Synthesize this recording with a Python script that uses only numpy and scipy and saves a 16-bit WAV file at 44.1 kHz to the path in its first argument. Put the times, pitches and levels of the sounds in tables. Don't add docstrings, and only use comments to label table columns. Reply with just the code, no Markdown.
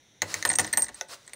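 import sys
import numpy as np
from scipy import signal
from scipy.fft import rfft, irfft
from scipy.io import wavfile

SR = 44100
rng = np.random.default_rng(int(sys.argv[2]) if len(sys.argv) > 2 else 0)


def inscribe(sig):
    pcm = np.round(np.clip(np.atleast_2d(sig).T, -1, 1) * 32767)
    wavfile.write(sys.argv[1], SR, pcm.astype(np.int16))


N = 59535
TIME = np.arange(N) / SR

CONTACT_RISE_S, DETUNE, MODE_SPREAD_DB = .00024, .015, 1.2
# t/s, table top/dB, clack/dB, clack f/Hz, tick/dB, tick f/Hz, crack/dB
LANDINGS = [(0.2191, -22.5, -12, 1980, -7, 6500, -19), (0.3415, -29.5, -17.5, 2034, -12.5, 6350, -15),
            (0.426, -42, -19.5, 1995, -21.5, 6230, -22), (0.4510, -19, -10, 1830, -27, 6150, -14.5),
            (0.4750, -30, -29.5, 1930, -22, 6340, -47), (0.5010, -29.5, -15, 1980, -26, 5900, -30),
            (0.5160, -29.5, -19, 1840, -19, 6150, -35), (0.53, -41.5, -51, 1910, -25, 6700, -40),
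            (0.5370, -35, -28, 1910, -22, 6140, -26), (0.5544, -53, -28.5, 1830, -19, 6600, -30),
            (0.557, -57, -35, 1890, -21, 5840, -27), (0.5863, -24, -20.5, 1990, -8, 6170, -9),
            (0.5940, -21.5, -10.5, 1907, -7.5, 6210, -18), (0.5968, -25, -34, 2000, -16, 7050, -20),
            (0.6050, -46, -30, 2000, -37, 6000, -18), (0.6452, -29.5, -21.5, 1940, -19.5, 6090, -33),
            (0.6762, -68, -28, 1900, -32, 6160, -32.5), (0.7281, -56, -28, 1920, -22.5, 6460, -26),
            (0.7337, -33, -16, 1910, -25, 6300, -25.5), (0.7366, -34, -15, 2030, -21.5, 5840, -36),
            (0.758, -66, -69, 1860, -39, 5800, -54), (0.7726, -23.5, -18, 1930, -8.5, 6200, -18),
            (0.7940, -53, -29, 1850, -26, 6230, -38), (0.8209, -37.5, -26.5, 1960, -15.5, 5970, -33),
            (0.8440, -51, -35, 1900, -23.5, 6240, -33), (0.866, -46, -33.5, 1920, -49, 6300, -46),
            (0.8844, -46, -31, 1965, -31, 6340, -38), (0.8894, -38, -31.5, 1850, -45, 6100, -54),
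            (0.9438, -67, -40.5, 1950, -34.5, 6300, -55), (1.2779, -50, -39.5, 1940, -36, 7560, -43.5),
            (1.295, -52, -44.5, 2070, -47, 6400, -48), (1.3333, -44.5, -31.5, 2084, -47, 6000, -31)]
# ratio to clack f, level/dB, t60/s
CLACK_MODES = [(.93, -1.5, 0.01), (1.04, 0.5, 0.011), (1.52, -18, 0.002), (1.97, -9, 0.0077),
               (2.2, -10, 0.012)]
# ratio to tick f, level/dB, t60/s
TICK_MODES = [(.93, -2.5, 0.0026), (1, 0, 0.0084), (1.13, -7, 0.0048), (1.5, -8, 0.0037),
              (2.32, -16, 0.0041)]
def knocks():
    out = np.zeros(N)
    for s, _, clack_db, clack_hz, tick_db, tick_hz, _ in LANDINGS:
        modes = [(clack_hz * ratio, clack_db + db, t60) for ratio, db, t60 in CLACK_MODES]
        modes += [(tick_hz * ratio, tick_db + db, t60) for ratio, db, t60 in TICK_MODES]
        for k, (hz, db, t60) in enumerate(modes):
            detune, strength = rng.standard_normal(2)
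            gain = (-1) ** k * from_db(db + MODE_SPREAD_DB * strength)
            add(out, s, gain * ring(hz * (1 + DETUNE * detune), t60, CONTACT_RISE_S))
    return out


CRACK_T60_S, TAP_CRACK_DB = .0075, -23
# f/Hz, relative level/dB
CRACK_SPECTRUM = [(400, -10.5), (1400, -1.5), (2700, -4.5), (4000, 5.5), (5000, 1), (6200, 4), (7600, -5.5),
                  (9600, 0.5), (11500, -17), (13000, -15), (15000, -19)]
def cracks():
    envelope = np.zeros(N)
    for s, *_, db in LANDINGS + [(TAP_S, TAP_CRACK_DB)]:
        add(envelope, s, from_db(db) * fade(CRACK_T60_S, CONTACT_RISE_S))
    return envelope * coloured_noise(CRACK_SPECTRUM)


RING_RISE_S, OVERTONE_RATIO = .00027, 1.678
TWIN_OFFSET_HZ, TWIN_DB, TWIN_T60_RATIO = 100, -9, .75
# t/s, level/dB, f/Hz, t60/s, relative overtone level/dB
CLINKS = [(0.451, -24.5, 8660, 0.057, -4.5), (0.464, -27.5, 8665, 0.16, -22),
          (0.4906, -14, 8665, 0.093, -48), (0.5318, -23.5, 8490, 0.04, -31),
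          (0.553, -27.5, 8520, 0.075, -26), (0.5570, -17, 8490, 0.04, -28), (0.5862, -5, 9300, 0.005, -20),
          (0.598, -15, 8660, 0.033, -18), (0.6660, -31, 8520, 0.051, -24), (0.7286, -18, 8520, 0.057, -23),
          (0.7325, -25.5, 8620, 0.027, -2), (0.7723, -12, 8360, 0.011, -11), (0.774, -15, 8666, 0.085, -10),
          (0.7935, -23, 8650, .05, -14), (0.8213, -12.5, 8614, 0.039, -24),
          (0.843, -28.5, 8550, 0.053, -22), (0.8820, -37.5, 8580, 0.03, -27),
          (0.9448, -35, 8540, 0.052, -42), (1.0855, -43.5, 8520, 0.018, -25),
          (1.2650, -43, 8060, 0.0093, -25), (1.277, -39.5, 8340, 0.034, -33),
          (1.3339, -32, 8740, 0.039, -17)]
def clinks():
    out = np.zeros(N)
    for s, level_db, pitch_hz, t60, overtone_db in CLINKS:
        for hz, db in ((pitch_hz, level_db), (pitch_hz * OVERTONE_RATIO, level_db + overtone_db)):
            twin = ring(hz - TWIN_OFFSET_HZ, t60 * TWIN_T60_RATIO, RING_RISE_S)
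            add(out, s, from_db(db) * ring(hz, t60, RING_RISE_S))
            add(out, s, from_db(db + TWIN_DB) * twin)
    return out


GRIT_PER_S, GRIT_SPREAD_DB = 900, 4
# peak t/s, level/dB, rise/s, fall/s
GRINDS = [(.50, -41, 0.015, 0.015), (.61, -40.5, 0.01, 0.036), (.84, -43, 0.043, 0.016)]
# f/Hz, relative level/dB
GRIT_SPECTRUM = [(300, 1.5), (1200, -6), (1900, 7), (2800, -39), (4200, 1), (6200, 2.5), (8500, 1.5),
                 (11500, -21), (15000, -20)]
def grinding():
    sizes = from_db(GRIT_SPREAD_DB * np.minimum(rng.exponential(1, N), 3))
    signs = rng.choice([-1, 1], N)
    slips = rng.random(N) < GRIT_PER_S / SR
    return swells(GRINDS) * coloured(sizes * signs * slips, GRIT_SPECTRUM)


TAP_S, TAP_DB = 1.011, -20
# f/Hz, relative level/dB, t60/s
TAP_MODES = [(380, -24.5, 0.063), (494, -18, 0.048), (562, -15.5, 0.031), (702, -16.5, 0.066),
             (871, -18.5, 0.12), (1484, -13.5, 0.038), (1916, -12, 0.032), (2110, -14, 0.024),
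             (2580, -12, 0.016), (3490, -19.5, 0.033), (5550, 1, 0.0035), (6270, 5, 0.0069),
             (7000, -4.5, 0.0057)]
def tap():
    out = np.zeros(N)
    for k, (hz, db, t60) in enumerate(TAP_MODES):
        add(out, TAP_S, (-1) ** k * from_db(TAP_DB + db) * ring(hz, t60, CONTACT_RISE_S))
    return out


BOARD_RISE_S = .0013
# f/Hz, relative level/dB, t60/s
BOARD_WASH = [(60, -17, 0.098), (148, -10, 0.19), (306, -2.5, 0.19), (563, -1, 0.14), (886, 9, 0.075),
              (1300, 1, 0.039), (2220, -4.5, 0.094), (3980, 2.5, 0.025), (8800, -0.5, 0.04),
              (15100, -38, 0.016)]
# f/Hz, relative level/dB, t60/s
BOARD_MODES = [(505, -14.5, 0.099), (574, -12.5, 0.12), (704.7, -16, 0.12), (867, -16.5, 0.11),
               (1255, -16.5, 0.088), (1470, -10.5, 0.078), (1649, -15.5, 0.13), (1767, -16.5, 0.064)]
def table_top():
    out, t = np.zeros(N), TIME[:N // 4]
    bands = [(hz, band * from_db(at_hz(BOARD_WASH, hz))) for hz, band in noise_bands()]
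    wash_rms = np.std(sum(band for _, band in bands))
    attack = 1 - np.exp(-t / BOARD_RISE_S)
    decays = [np.exp(-np.log(1000) * t / at_hz(BOARD_WASH, hz, column=2)) for hz, _ in bands]
    for s, board_db, *_ in LANDINGS:
        start = rng.integers(N // 8, N - len(t))
        wash = sum(band[start:start + len(t)] * decay for (_, band), decay in zip(bands, decays))
        add(out, s, from_db(board_db) * attack * wash / wash_rms)
        for hz, db, t60 in BOARD_MODES:
            add(out, s, from_db(board_db + db) * ring(hz, t60, BOARD_RISE_S))
    return out


BOOM_RISE_S = .016
# t/s, level/dB
THUMPS = [(0.224, -35.5), (0.351, -39.5), (0.453, -38.5), (0.503, -41.5), (0.589, -32), (0.737, -43.5)]
# f/Hz, relative level/dB, t60/s
BOOM_MODES = [(98, 1, 0.23), (162.6, -8, 0.3), (238.5, -3.5, 0.15), (316, -6.5, 0.34)]
def booms():
    out = np.zeros(N)
    for s, level_db in THUMPS:
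        for hz, db, t60 in BOOM_MODES:
            add(out, s, from_db(level_db + db) * ring(hz, t60, BOOM_RISE_S))
    return out


BRUSH_START_S = .225
# peak t/s, level/dB, rise/s, fall/s
BRUSHES = [(0.311, -40.5, 0.022, 0.064), (.395, -45, 0.12, 0.032), (.67, -46, .04, 0.038),
           (0.981, -51.5, 0.038, 0.045), (1.101, -47, .01, 0.04), (1.134, -40.5, 0.021, 0.013),
           (1.18, -60, .03, 0.17)]
# f/Hz, relative level/dB
BRUSH_SPECTRUM = [(88, -47), (150, -27), (209, -14), (550, -4.5), (766, -8.5), (1150, -4), (3480, -11),
                  (3980, -4.5), (9730, -12.5), (12000, -26), (15500, -20)]
def brushing():
    return (TIME > BRUSH_START_S) * swells(BRUSHES) * coloured_noise(BRUSH_SPECTRUM)


# delay/s, level/dB
ECHOES = [(.0049, -21.5), (.0108, -22.5), (.0215, -27)]
def wall_echoes(x):
    return sum(from_db(db) * np.interp(TIME - delay_s, TIME, x, left=0) for delay_s, db in ECHOES)


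SCATTER_DELAY_S, ROOM_DELAY_S = .0015, .008
# f/Hz, level/dB, t60/s
SCATTER = [(200, -1.5, 0.089), (1940, -9, 0.025), (5900, -11, 0.046), (8500, -9, 0.069), (15300, -4, 0.044)]
# f/Hz, level/dB, t60/s
ROOM_TAIL = [(102, 2, 0.76), (505, -9, 0.32), (1900, -14.5, 0.3), (2800, -12, 0.13), (6000, -28, 0.28),
             (8400, -22, 0.083), (15000, -12.5, 0.072)]
def reflections(x, table, delay_s):
    response = np.zeros(N)
    for hz, band in noise_bands():
        rate = np.log(1000) / at_hz(table, hz, column=2)
        decay = np.exp(-rate * TIME) * np.sqrt(2 * rate / SR)
        add(response, delay_s, band[::-1] * decay * from_db(at_hz(table, hz)))
    return signal.fftconvolve(x, response)[:N]


FLOOR_DB = -61.5
# f/Hz, relative level/dB
FLOOR_SPECTRUM = [(15, -53), (25, -23), (113, -3), (164, -7.5), (445, -11), (997, -17), (1110, -23),
                  (2120, -11.5), (2300, -14.5), (2700, -20.5), (3630, -8.5), (4870, -28.5), (5880, -9.5),
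                  (8130, -33.5), (9050, -22), (11800, -37), (15500, -35)]
def background():
    return from_db(FLOOR_DB) * coloured_noise(FLOOR_SPECTRUM)


def from_db(db):
    return 10 ** (np.asarray(db) / 20)


def at_hz(table, hz, column=1):
    table = np.array(table)
    return np.interp(np.log(np.maximum(hz, 1)), np.log(table[:, 0]), table[:, column])


def add(out, s, sound):
    start = int(np.clip(s * SR, 0, N - 1))
    part = sound[:N - start]
    out[start:start + len(part)] += part


def fade(t60, rise_s):
    t = TIME[:int(np.clip(t60 * 2 * SR, 2, N))]
    return np.exp(-np.log(1000) * t / t60) * (1 - np.exp(-t / rise_s))


def ring(hz, t60, rise_s):
    envelope = fade(t60, rise_s)
    return envelope * np.sin(2 * np.pi * hz * TIME[:len(envelope)])


def swells(rows):
    power = np.zeros(N)
    for s, db, rise_s, fall_s in rows:
        width_s = np.where(TIME < s, rise_s, fall_s)
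        power += from_db(db) ** 2 * np.exp(-((TIME - s) / width_s) ** 2)
    return np.sqrt(power)


def coloured(source, spectrum):
    hz = np.arange(N // 2 + 1) * SR / N
    shaped = irfft(rfft(source) * from_db(at_hz(spectrum, hz)), N)
    return shaped / np.sqrt(np.mean(shaped ** 2) + 1e-20)


def coloured_noise(spectrum):
    return coloured(rng.standard_normal(N), spectrum)


def noise_bands():
    edges_hz, white = np.geomspace(45, 17000, 18), rng.standard_normal((2, N))
    for k, (low, high) in enumerate(zip(edges_hz, edges_hz[1:])):
        bandpass = signal.butter(2, [low, high], "band", fs=SR, output="sos")
        yield np.sqrt(low * high), signal.sosfilt(bandpass, white[k % 2])


def scene():
    floor, hand = background(), brushing()
    metal = knocks() + cracks() + clinks() + tap() + grinding()
    near = metal + wall_echoes(metal) + reflections(metal, SCATTER, SCATTER_DELAY_S) + table_top() + hand
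    return (near + reflections(near, ROOM_TAIL, ROOM_DELAY_S) + booms() + floor)[None]


CEILING, CUTOFF_HZ = .53, 15650
def record(dry):
    lowpass = signal.ellip(10, .2, 80, CUTOFF_HZ, fs=SR, output="sos")
    return signal.sosfilt(lowpass, CEILING * np.tanh(dry / CEILING))


dry = scene()
out = record(dry)
inscribe(out)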